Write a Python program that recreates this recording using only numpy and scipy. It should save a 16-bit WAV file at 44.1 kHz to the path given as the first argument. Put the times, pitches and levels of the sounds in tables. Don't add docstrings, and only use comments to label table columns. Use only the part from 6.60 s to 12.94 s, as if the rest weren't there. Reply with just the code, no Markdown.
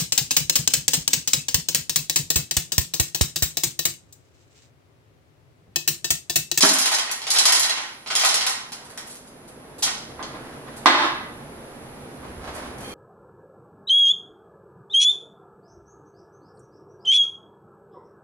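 import sys
import numpy as np
from scipy import signal
from scipy.fft import rfft, irfft
from scipy.io import wavfile

SR = 44100
rng = np.random.default_rng(int(sys.argv[2]) if len(sys.argv) > 2 else 0)


def store_wav(level_fs):
    pcm = np.round(np.clip(np.atleast_2d(level_fs), -1, 1) * 32767)
    wavfile.write(sys.argv[1], SR, pcm.T.astype(np.int16))


N = 279594


# pitch_hz [Hz], level_db [dB], t60_s [s]
LINK_MODES = [(3250, 1.5, 0.029), (3730, -2.5, 0.017), (4080, 3.5, 0.039), (4540, 3.5, 0.026),
              (4900, 2, 0.028), (5286, 4.5, 0.032), (5600, -7, 0.027), (5770, 2.5, 0.021), (6310, 2, 0.03),
              (6800, 2.5, 0.023), (7720, -0.5, 0.018), (9190, -0.5, 0.034), (9780, 6.5, 0.023),
              (10580, 6, 0.025)]
# pitch_hz [Hz], level_db [dB]
LINK_COLOUR = [(200, -52), (700, 3.5), (2200, 1), (3500, 0), (5300, -1), (8000, 0), (10500, 4), (12000, -8),
               (14000, -43)]
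# pitch_hz [Hz], level_db [dB], t60_s [s]
HOUSING_MODES = [(800, -2, 0.24), (940, 7, 0.014), (1045, -1, 0.43), (1268, -13, .15), (1503, -2, .2),
                 (1685, -3, .18), (1877, 7.5, 0.18), (1910, 10, 0.028), (2110, 5, .14), (2950, 9, 0.1),
                 (3320, 6.5, 0.084), (3700, 2, .085)]
# pitch_hz [Hz], level_db [dB]
HOUSING_COLOUR = [(100, -55), (250, -12.5), (520, -7.5), (800, 0.5), (2100, -2), (4500, -6), (8000, -16),
                  (14000, -93)]
RING_POWER = 1.68


def rattle():
    haul = hauling()
    jostling = haul ** RING_POWER * contacts(per_s=220, spread_db=2.5)
    shaking = haul * contacts(per_s=300, spread_db=2.0)
    links = scattered(jostling, LINK_MODES, LINK_COLOUR, crack_db=5.5, wet_db=-3.0, detune=0.014)
    wheel = scattered(shaking, HOUSING_MODES, HOUSING_COLOUR,
                      crack_db=14, wet_db=11.5, detune=0.0015, count=2)
    return amp(6.5) * links + amp(-7.5) * wheel


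# start_s [s], stop_s [s], level_db [dB]
PULLS = [(-.1, .62, -21), (.64, 1.35, -22), (1.47, 2.04, -23)]
PULL_RISE_S, PULL_FALL_S, PULL_SAG_DB_PER_S = 0.12, 0.19, 15


def hauling():
    return strokes(PULLS, PULL_RISE_S, PULL_FALL_S, PULL_SAG_DB_PER_S)


# start_s [s], links_db [dB], housing_db [dB],
# settle_s (time over which the links settle) [s], tilt (brightness) [dB per octave]
CLINKS = [(.007, -1.5, -26.5, 0.0029, 2.5), (.0238, 2, -26, 0.0056, -3), (.0484, -3, -26, 0.0038, 2.5),
          (.0888, -2.5, -46, 0.0036, 3), (.1335, -6, -49, 0.004, 7), (.186, -4.5, -50, .004, 4.5),
          (.214, -7, -44, 0.0042, -1.5), (.257, -4, -23.5, .006, 1.5), (.317, -8, -22, 0.0063, 3),
          (.339, -6.5, -37, 0.0063, 0), (.3845, -10.5, -25.5, 0.0062, 0), (.5135, -10.5, -34, 0.0015, 6.5),
          (.618, -20.5, -37, 0.0016, -2), (.6399, -23, -40, 0.0027, -8), (.6678, -12.5, -29, 0.0066, -5.5),
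          (.704, -3, -40, 0.0015, 0.5), (.7377, -11, -51, 0.0018, 9), (.762, -6, -27, 0.0046, -3.5),
          (.7862, 1, -27, 0.0017, -0.5), (.8544, 0.5, -20, 0.0025, 0.5), (.884, -5.5, -21, 0.0042, 4),
          (.922, -0.5, -22.5, 0.0042, 2), (.951, -4.5, -36, 0.0036, -1), (.9957, -4.5, -45, 0.0017, 6),
          (1.0311, -6.5, -36, 0.0033, -3), (1.0465, -14, -28, 0.0029, -1), (1.0949, -8.5, -27, 0.0033, -4),
          (1.174, -38, -28, 0.0024, -8), (1.461, -29, -34.5, 0.0034, -10), (1.474, -19, -37, 0.0022, -5),
          (1.503, -12.5, -24.5, 0.0055, -8), (1.553, -3.5, -25, 0.0012, -0.5),
          (1.573, -21, -48, 0.0013, -2), (1.594, -8, -35, 0.0055, -1), (1.612, -9, -30, 0.0039, -3),
          (1.649, -2.5, -21.5, 0.0039, 0.5), (1.6883, -4.5, -49, 0.0032, -2), (1.7425, -4, -25, 0.0025, 1),
          (1.771, -15, -40, 0.0017, -7), (1.8105, -10, -29, 0.0032, -6), (1.866, -7, -25.5, 0.0023, 0.5),
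          (1.895, -13.5, -32, 0.0024, 5), (2.12, -22, -39.5, 0.0026, 4), (2.125, -22, -42.5, .0015, -1),
          (2.3758, -21, -35, 0.0016, 6), (3.224, -9, -33, 0.0036, -3), (3.2285, -6, -31, 0.0021, 1.5),
          (3.233, -7.5, -34.5, 0.0017, 1), (3.24, -23, -36, 0.0014, 0), (3.265, -28, -26.5, 0.0053, 0),
          (3.275, -32, -28, 0.003, -5), (3.6274, -21, -42.5, 0.0013, -7.5)]


def clinks(count=8, size=2048):
    rows = np.vstack([CLINKS, seatings()])
    places = np.zeros((count, N))
    for k, (s, db, _, settle, tilt) in enumerate(rows):
        force = clashes([(0, db, settle)])[:size]
        for j, sound in enumerate(struck_links(force, tilt)):
            add(places[(k + j) % count], s, sound)
    links = sum(shop(place, wet_db=2.7) for place in places)
    knocks = clashes(rows[:, [0, 2, 3]])
    housing = scattered(knocks, HOUSING_MODES, HOUSING_COLOUR,
                        crack_db=14.5, wet_db=5.0, detune=0.0034, count=3)
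    return amp(12.0) * links + amp(26.5) * housing


LINKS_PER_S, LINK_JITTER_S = 23, 0.01
SEAT_LINKS_DB, SEAT_HOUSING_DB, SEAT_SPREAD_DB = 15, -7.5, 6.5
SEAT_SETTLE_S, SEAT_TILT_DB_PER_OCTAVE = .0045, -6


def seatings(count=48):
    late, bright, dull = rng.standard_normal((count, 3)).T
    s = np.arange(1, count + 1) / LINKS_PER_S + LINK_JITTER_S * late
    haul_db = 20 * np.log10(np.interp(s, np.arange(N) / SR, hauling()) + 1e-9)
    links_db = RING_POWER * haul_db + SEAT_LINKS_DB + SEAT_SPREAD_DB * bright
    housing_db = haul_db + SEAT_HOUSING_DB + SEAT_SPREAD_DB * dull
    settle_s = np.full(count, SEAT_SETTLE_S)
    tilt = np.full(count, SEAT_TILT_DB_PER_OCTAVE)
    return np.column_stack([s, links_db, housing_db, settle_s, tilt])


# pitch_hz [Hz], level_db [dB]
CLASH_COLOUR = [(200, -50), (700, -46), (2200, -9), (3700, -1.5), (5300, 0.5), (8000, -2), (10500, -7),
                (12000, -8.5), (14000, -29.5)]
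TILT_PIVOT_HZ = 5000
CLASH_CRACK_DB = 3
LINK_DETUNE = .011
STRIKE_SPREAD_DB = 3.5


def struck_links(force, tilt, count=3):
    tint = [(hz, db + tilt * np.log2(hz / TILT_PIVOT_HZ)) for hz, db in CLASH_COLOUR]
    which = np.cumsum(force != 0) % count
    sounds = []
    for j in range(count):
        link = struck(LINK_MODES, tint, CLASH_CRACK_DB, crack_s=0.00049, detune=LINK_DETUNE,
                      spread_db=STRIKE_SPREAD_DB, size=4096)
        sounds.append(signal.fftconvolve(force * (which == j), link))
    return sounds


# start_s [s], level_db [dB], settle_s [s]
TICKS = [(2.2438, -34, 0.0022), (2.2975, -33, 0.0015), (2.469, -29, 0.0025), (2.4997, -29, 0.0014),
         (2.669, -37.5, 0.00071), (2.8773, -35, 0.004), (3.1837, -26, 0.00062), (4.164, -28.5, 0.004),
         (5.944, -28, 0.0091)]
# start_s [s], stop_s [s], level_db [dB]
SLIDES = [(2.49, 2.6, -49), (5.93, 6.11, -53), (6.17, 6.36, -48.5)]
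# pitch_hz [Hz], level_db [dB]
TICK_COLOUR = [(500, -13), (3000, -8), (7000, -4.5), (11000, -0.5), (14500, -29)]
SLIDE_RISE_S, SLIDE_FALL_S, SLIDE_SAG_DB_PER_S = 0.0093, 0.035, 36


def slack():
    gain = strokes(SLIDES, SLIDE_RISE_S, SLIDE_FALL_S, SLIDE_SAG_DB_PER_S)
    sliding = gain * contacts(per_s=1200, spread_db=10.0)
    ticks = scattered(clashes(TICKS), LINK_MODES, TICK_COLOUR,
                      crack_db=22, wet_db=11, detune=0.022, count=3)
    slides = scattered(sliding, LINK_MODES, TICK_COLOUR,
                       crack_db=32, wet_db=-1, detune=.02, count=2)
    return amp(12.5) * ticks + slides


# start_s [s], level_db [dB], contact_s [s]
KNOCKS = [(3.593, -26, 0.000095), (3.626, -32.5, 0.00008), (3.742, -35, 0.000046), (4.068, -38.5, .000047),
          (4.2586, 2, 0.000015), (4.2655, -9.5, 0.000057), (5.628, -30, 0.00019), (5.871, -31, .0002),
          (5.97, -24, 0.00027)]
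# pitch_hz [Hz], level_db [dB], t60_s [s]
LOAD_MODES = [(350.3, -20.5, 0.37), (608, -18, 0.23), (855, -23, 0.19), (925, -21.5, 0.27),
              (1079, -14.5, 0.18), (1208, -16, 0.17), (1267, -14, 0.13), (1337, -18.5, .22),
              (1544, -17.5, 0.25), (1653, -11, 0.15), (1997, -15.5, 0.25), (2590, -12, 0.16),
              (2955, -24, .18), (3650, -10, 0.14)]
# pitch_hz [Hz], level_db [dB], t60_s [s]
BLOCK_MODES = [(1042, -1, 0.059), (1110, -6, .03), (1940, -6.5, 0.024)]
# pitch_hz [Hz], level_db [dB]
LOAD_COLOUR = [(80, -32), (200, -16.5), (300, 3.5), (450, -8), (620, -0.5), (850, 3), (1250, 0.5),
               (1900, -2), (2300, -7), (4200, -7.5), (6500, -19), (10500, -25.5), (13500, -37)]
# start_s [s], stop_s [s], level_db [dB]
CLATTERS = [(4.28, 4.5, -22.5)]
# start_s [s], stop_s [s], level_db [dB]
RUBS = [(2.12, 2.55, -48), (3.56, 4.04, -45), (4.03, 4.35, -46), (5.6, 5.75, -41.5), (5.79, 6.0, -37.5),
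        (5.93, 6.14, -37.5), (6.16, 6.45, -47)]
# pitch_hz [Hz], level_db [dB]
RUB_COLOUR = [(150, -41), (500, 1.5), (1050, 2), (1800, -3), (2500, -10.5), (4000, -14), (8000, -23),
              (14000, -37)]
RUB_RISE_S, RUB_FALL_S, RUB_SAG_DB_PER_S = 0.051, 0.096, 6


def load():
    force = blows(KNOCKS)
    casting = rung(force, struck(LOAD_MODES, LOAD_COLOUR, crack_db=13.5, crack_s=0.007))
    block = rung(force, struck(BLOCK_MODES, LOAD_COLOUR, crack_db=1, crack_s=0.0079))
    shaking = strokes(CLATTERS, SLIDE_RISE_S, SLIDE_FALL_S, SLIDE_SAG_DB_PER_S)
    shaken = shaking * contacts(per_s=268, spread_db=4.0)
    clatter = scattered(shaken, LOAD_MODES, LOAD_COLOUR,
                        crack_db=7, wet_db=5, detune=0.0313, count=2)
    slips = evened(colour(contacts(per_s=610, spread_db=7.0), RUB_COLOUR))
    rub = strokes(RUBS, RUB_RISE_S, RUB_FALL_S, RUB_SAG_DB_PER_S) * slips
    knocks = amp(25.5) * shop(casting, wet_db=18.0) + amp(18.5) * shop(block, wet_db=-9)
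    return knocks + clatter + amp(-2.5) * shop(rub, wet_db=3.5)


# start_s [s], stop_s [s], level_db [dB]
GRINDS = [(6.19, 6.45, -49.5)]
# pitch_hz [Hz], level_db [dB], t60_s [s]
HOOK_MODES = [(1750, -3, .07), (2170, 0, 0.062), (2390, 3, .07), (3144, 1, .08), (3230, -7, .06),
              (4350, 1, .05), (5970, -6, .05)]


def hook():
    gain = strokes(GRINDS, RUB_RISE_S, RUB_FALL_S, RUB_SAG_DB_PER_S)
    slips = gain * contacts(per_s=300, spread_db=1)
    flat = [(1000, -2), (14000, -2)]
    return scattered(slips, HOOK_MODES, flat, crack_db=-14, wet_db=6, detune=0.011, count=4)


# start_s [s], level_db [dB], contact_s [s]
THUDS = [(.031, 3.5, .00045), (.0365, -3.5, 0.00008), (.049, -7, 0.000072), (.11, -6, 0.0004)]
# pitch_hz [Hz], level_db [dB], t60_s [s]
GANTRY_MODES = [(203, 5, 0.11), (259.6, -1.5, 0.59), (270, 13, 0.068), (406, -5, 0.18), (598, -4, 0.18),
                (643, 5, 0.058), (786, -23, 0.28), (1064, -9, 0.26)]
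# pitch_hz [Hz], level_db [dB]
GANTRY_COLOUR = [(60, -24), (120, -17), (200, -4), (300, 4), (450, 1), (1000, 6), (2200, 3.5), (6000, -31),
                 (14000, -83)]


def gantry():
    frame = struck(GANTRY_MODES, GANTRY_COLOUR, crack_db=9.5, crack_s=0.0055)
    return amp(19.0) * shop(rung(blows(THUDS), frame), wet_db=-3)


# pitch_hz [Hz], level_db [dB]
WASH_COLOUR = [(25, -13.5), (100, -8.5), (142, -1.5), (185, -9), (235, -0.5), (290, -6), (450, -6),
               (830, -11.5), (1160, -15.5), (1800, -20), (2700, -27), (8000, -49.5), (14000, -63)]
RUMBLE_COLOUR = [(20, -7), (45, -9), (70, 5), (110, -16), (220, -12), (1000, -61)]
HISS_COLOUR = [(1000, -21), (4000, -8.5), (8000, -13.5), (9100, -10.5), (9900, -2.5), (10700, -2.5),
               (11700, -13), (14500, -27)]
# time_s [s], level_db [dB]
WASH_LEVEL = [(0, -57.5), (2.6, -48.5), (3.7, -41), (5.3, -41.5), (6.1, -40.5), (6.22, -37.5),
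              (6.33, -40.5)]
RUMBLE_LEVEL = [(0, -75), (1.2, -65), (2.4, -105), (3.5, -66), (5.5, -57.5), (5.75, -44.5), (6.3, -53.5)]
HISS_LEVEL = [(0, -56), (2.9, -61.5), (3.8, -57.5), (6.3, -57.5)]


def background():
    wash = air(WASH_COLOUR) * level(WASH_LEVEL)
    rumble = air(RUMBLE_COLOUR) * level(RUMBLE_LEVEL)
    hiss = air(HISS_COLOUR) * level(HISS_LEVEL)
    return wash + rumble + hiss


def air(tint):
    return pair(*(evened(colour(rng.standard_normal(N), tint, size=8192)) for _ in range(2)))


def strokes(rows, rise_s, fall_s, sag_db_per_s):
    t = np.arange(N) / SR
    total = 0
    for start, stop, db in rows:
        rise = np.clip((t - start) / rise_s, 0, 1)
        fall = np.clip((stop - t) / fall_s, 0, 1)
        total = total + rise * fall * amp(db - sag_db_per_s * np.maximum(t - start, 0))
    return total


def contacts(per_s, spread_db):
    force = amp(spread_db * np.minimum(rng.exponential(1, N), 3)) * rng.choice([-1, 1], N)
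    return evened(force * (rng.random(N) < per_s / SR))


def clashes(rows, first=0.83, build=1.0, count=12):
    out = np.zeros(N)
    for s, db, settle in rows:
        lag = (np.arange(count) + rng.uniform(-.4, .4, count)) * 2 / count
        lag[0] = 0
        force = np.minimum(first + lag / build, 1) * np.exp(-lag) * rng.choice([-1, 1], count)
        at = ((s + lag * settle) * SR).astype(int)
        heard = (at >= 0) & (at < N)
        np.add.at(out, at[heard], amp(db) * force[heard] / np.linalg.norm(force))
    return out


def blows(rows, size=512):
    out = np.zeros(N + size)
    t = np.arange(size) / SR
    for s, db, contact in rows:
        push = (t + 1 / SR) * np.exp(-t / contact)
        out[int(s * SR):][:size] += amp(db) * push / push.sum()
    return out[:N]


def struck(modes, tint, crack_db, crack_s, detune=0, spread_db=0, size=14700):
    t = np.arange(size) / SR
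    ring = 0
    for (hz, db, t60), (strong, sharp) in zip(modes, rng.standard_normal((len(modes), 2))):
        decay = amp(db + spread_db * strong - 60 * t / t60)
        ring = ring + decay * np.sin(2 * np.pi * hz * (1 + detune * sharp) * t)
    burst = rfft(rng.standard_normal(len(t)) * np.exp(-t / crack_s))
    flat = irfft(burst / abs(burst), len(t))
    crack = flat * np.exp(-.5 * t / crack_s)
    sound = colour(evened(ring) + amp(crack_db) * evened(crack), tint)
    return evened(sound) / np.sqrt(len(t))


def rung(drive, body):
    return convolve(drive, body)[0]


def scattered(drive, modes, tint, crack_db, wet_db, detune, count=6):
    place = rng.integers(0, count, N)
    bodies = [struck(modes, tint, crack_db, crack_s=0.0008, detune=detune) for _ in range(count)]
    return sum(shop(rung(drive * (place == k), body), wet_db) for k, body in enumerate(bodies))


def add(mix, s, sound):
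    part = mix[max(round(s * SR), 0):][:len(sound)]
    part += sound[:len(part)]


# pitch_hz [Hz], t60_s [s]
SHOP_T60 = [(150, 0.49), (500, 0.59), (1200, 0.72), (2500, 0.68), (5000, 0.59), (8000, 0.49), (13000, 0.33)]


def tail(size=10, count=26000):
    taps = rng.choice([-1., 1.], count) * (rng.random(count) < 1 / size)
    hz, t, z = signal.stft(taps, SR, nperseg=256)
    near_walls = 1 + 1.27 * np.exp(-t / 0.02)
    decay = amp(-60 * t / read(SHOP_T60, hz)[:, None])
    out = signal.istft(z * near_walls * decay, SR, nperseg=256)[1][:count]
    out *= np.minimum(np.arange(count) / (0.0056 * SR), 1)
    return out / np.linalg.norm(out)


def shop(x, wet_db):
    mid, side = amp(wet_db) * tail(), amp(wet_db) * tail()
    mid[0] += 1
    side[3] -= .6
    return convolve(x, pair(mid, side)) / np.hypot(1, amp(wet_db))


# pitch_hz [Hz], level_db [dB]
WIDTH = [(50, -25), (300, -11), (700, -6.5), (1200, -2.5), (2000, 0.5), (3300, 4), (6000, 4), (11000, 6.5)]


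def pair(mid, side):
    side = colour(side, WIDTH)
    return np.array([mid + side, mid - side])


def colour(x, points, size=2048):
    log_gain = np.log(amp(read(points, abs(np.fft.fftfreq(size, 1 / SR)))))
    taps = np.fft.ifft(np.exp(np.conj(signal.hilbert(log_gain)))).real
    return signal.oaconvolve(x, taps[:size // 2])[:len(x)]


def convolve(x, response):
    return signal.oaconvolve(np.atleast_2d(x), np.atleast_2d(response), axes=1)[:, :N]


def read(points, hz):
    f, value = np.transpose(points)
    return np.interp(np.log(hz + 1), np.log(f), value)


def level(rows):
    return amp(np.interp(np.arange(N) / SR, *np.transpose(rows)))


def amp(db):
    return 10 ** (np.asarray(db) / 20)


def evened(x):
    return x / np.sqrt(np.mean(x ** 2) + 1e-20)


def scene(right_db=0.7):
    chain = rattle() + clinks() + slack()
    weight = load() + hook() + gantry()
    return (chain + weight + background()) * amp([[-right_db], [right_db]])


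def limited(x, threshold_db=-16, recover_db_per_s=90, size=260):
    power = signal.lfilter(np.ones(size) / size, 1, (x ** 2).mean(0))
    over_db = np.maximum(10 * np.log10(power + 1e-12) - threshold_db, 0)
    fall = np.arange(N) * recover_db_per_s / SR
    held_db = np.maximum.accumulate(over_db + fall) - fall
    keep = np.exp(-1 / (0.0008 * SR))
    return x / amp(signal.lfilter([1 - keep], [1, -keep], held_db))


EDGE_HZ = 14700


def record(dry):
    loud = np.clip(limited(dry, threshold_db=-10.5, recover_db_per_s=63), -1, 1)
    low_pass = signal.firwin(255, EDGE_HZ, window=("kaiser", 9), fs=SR)
    return signal.oaconvolve(loud, low_pass[None], "same")


dry = scene()
out = record(dry)
store_wav(out)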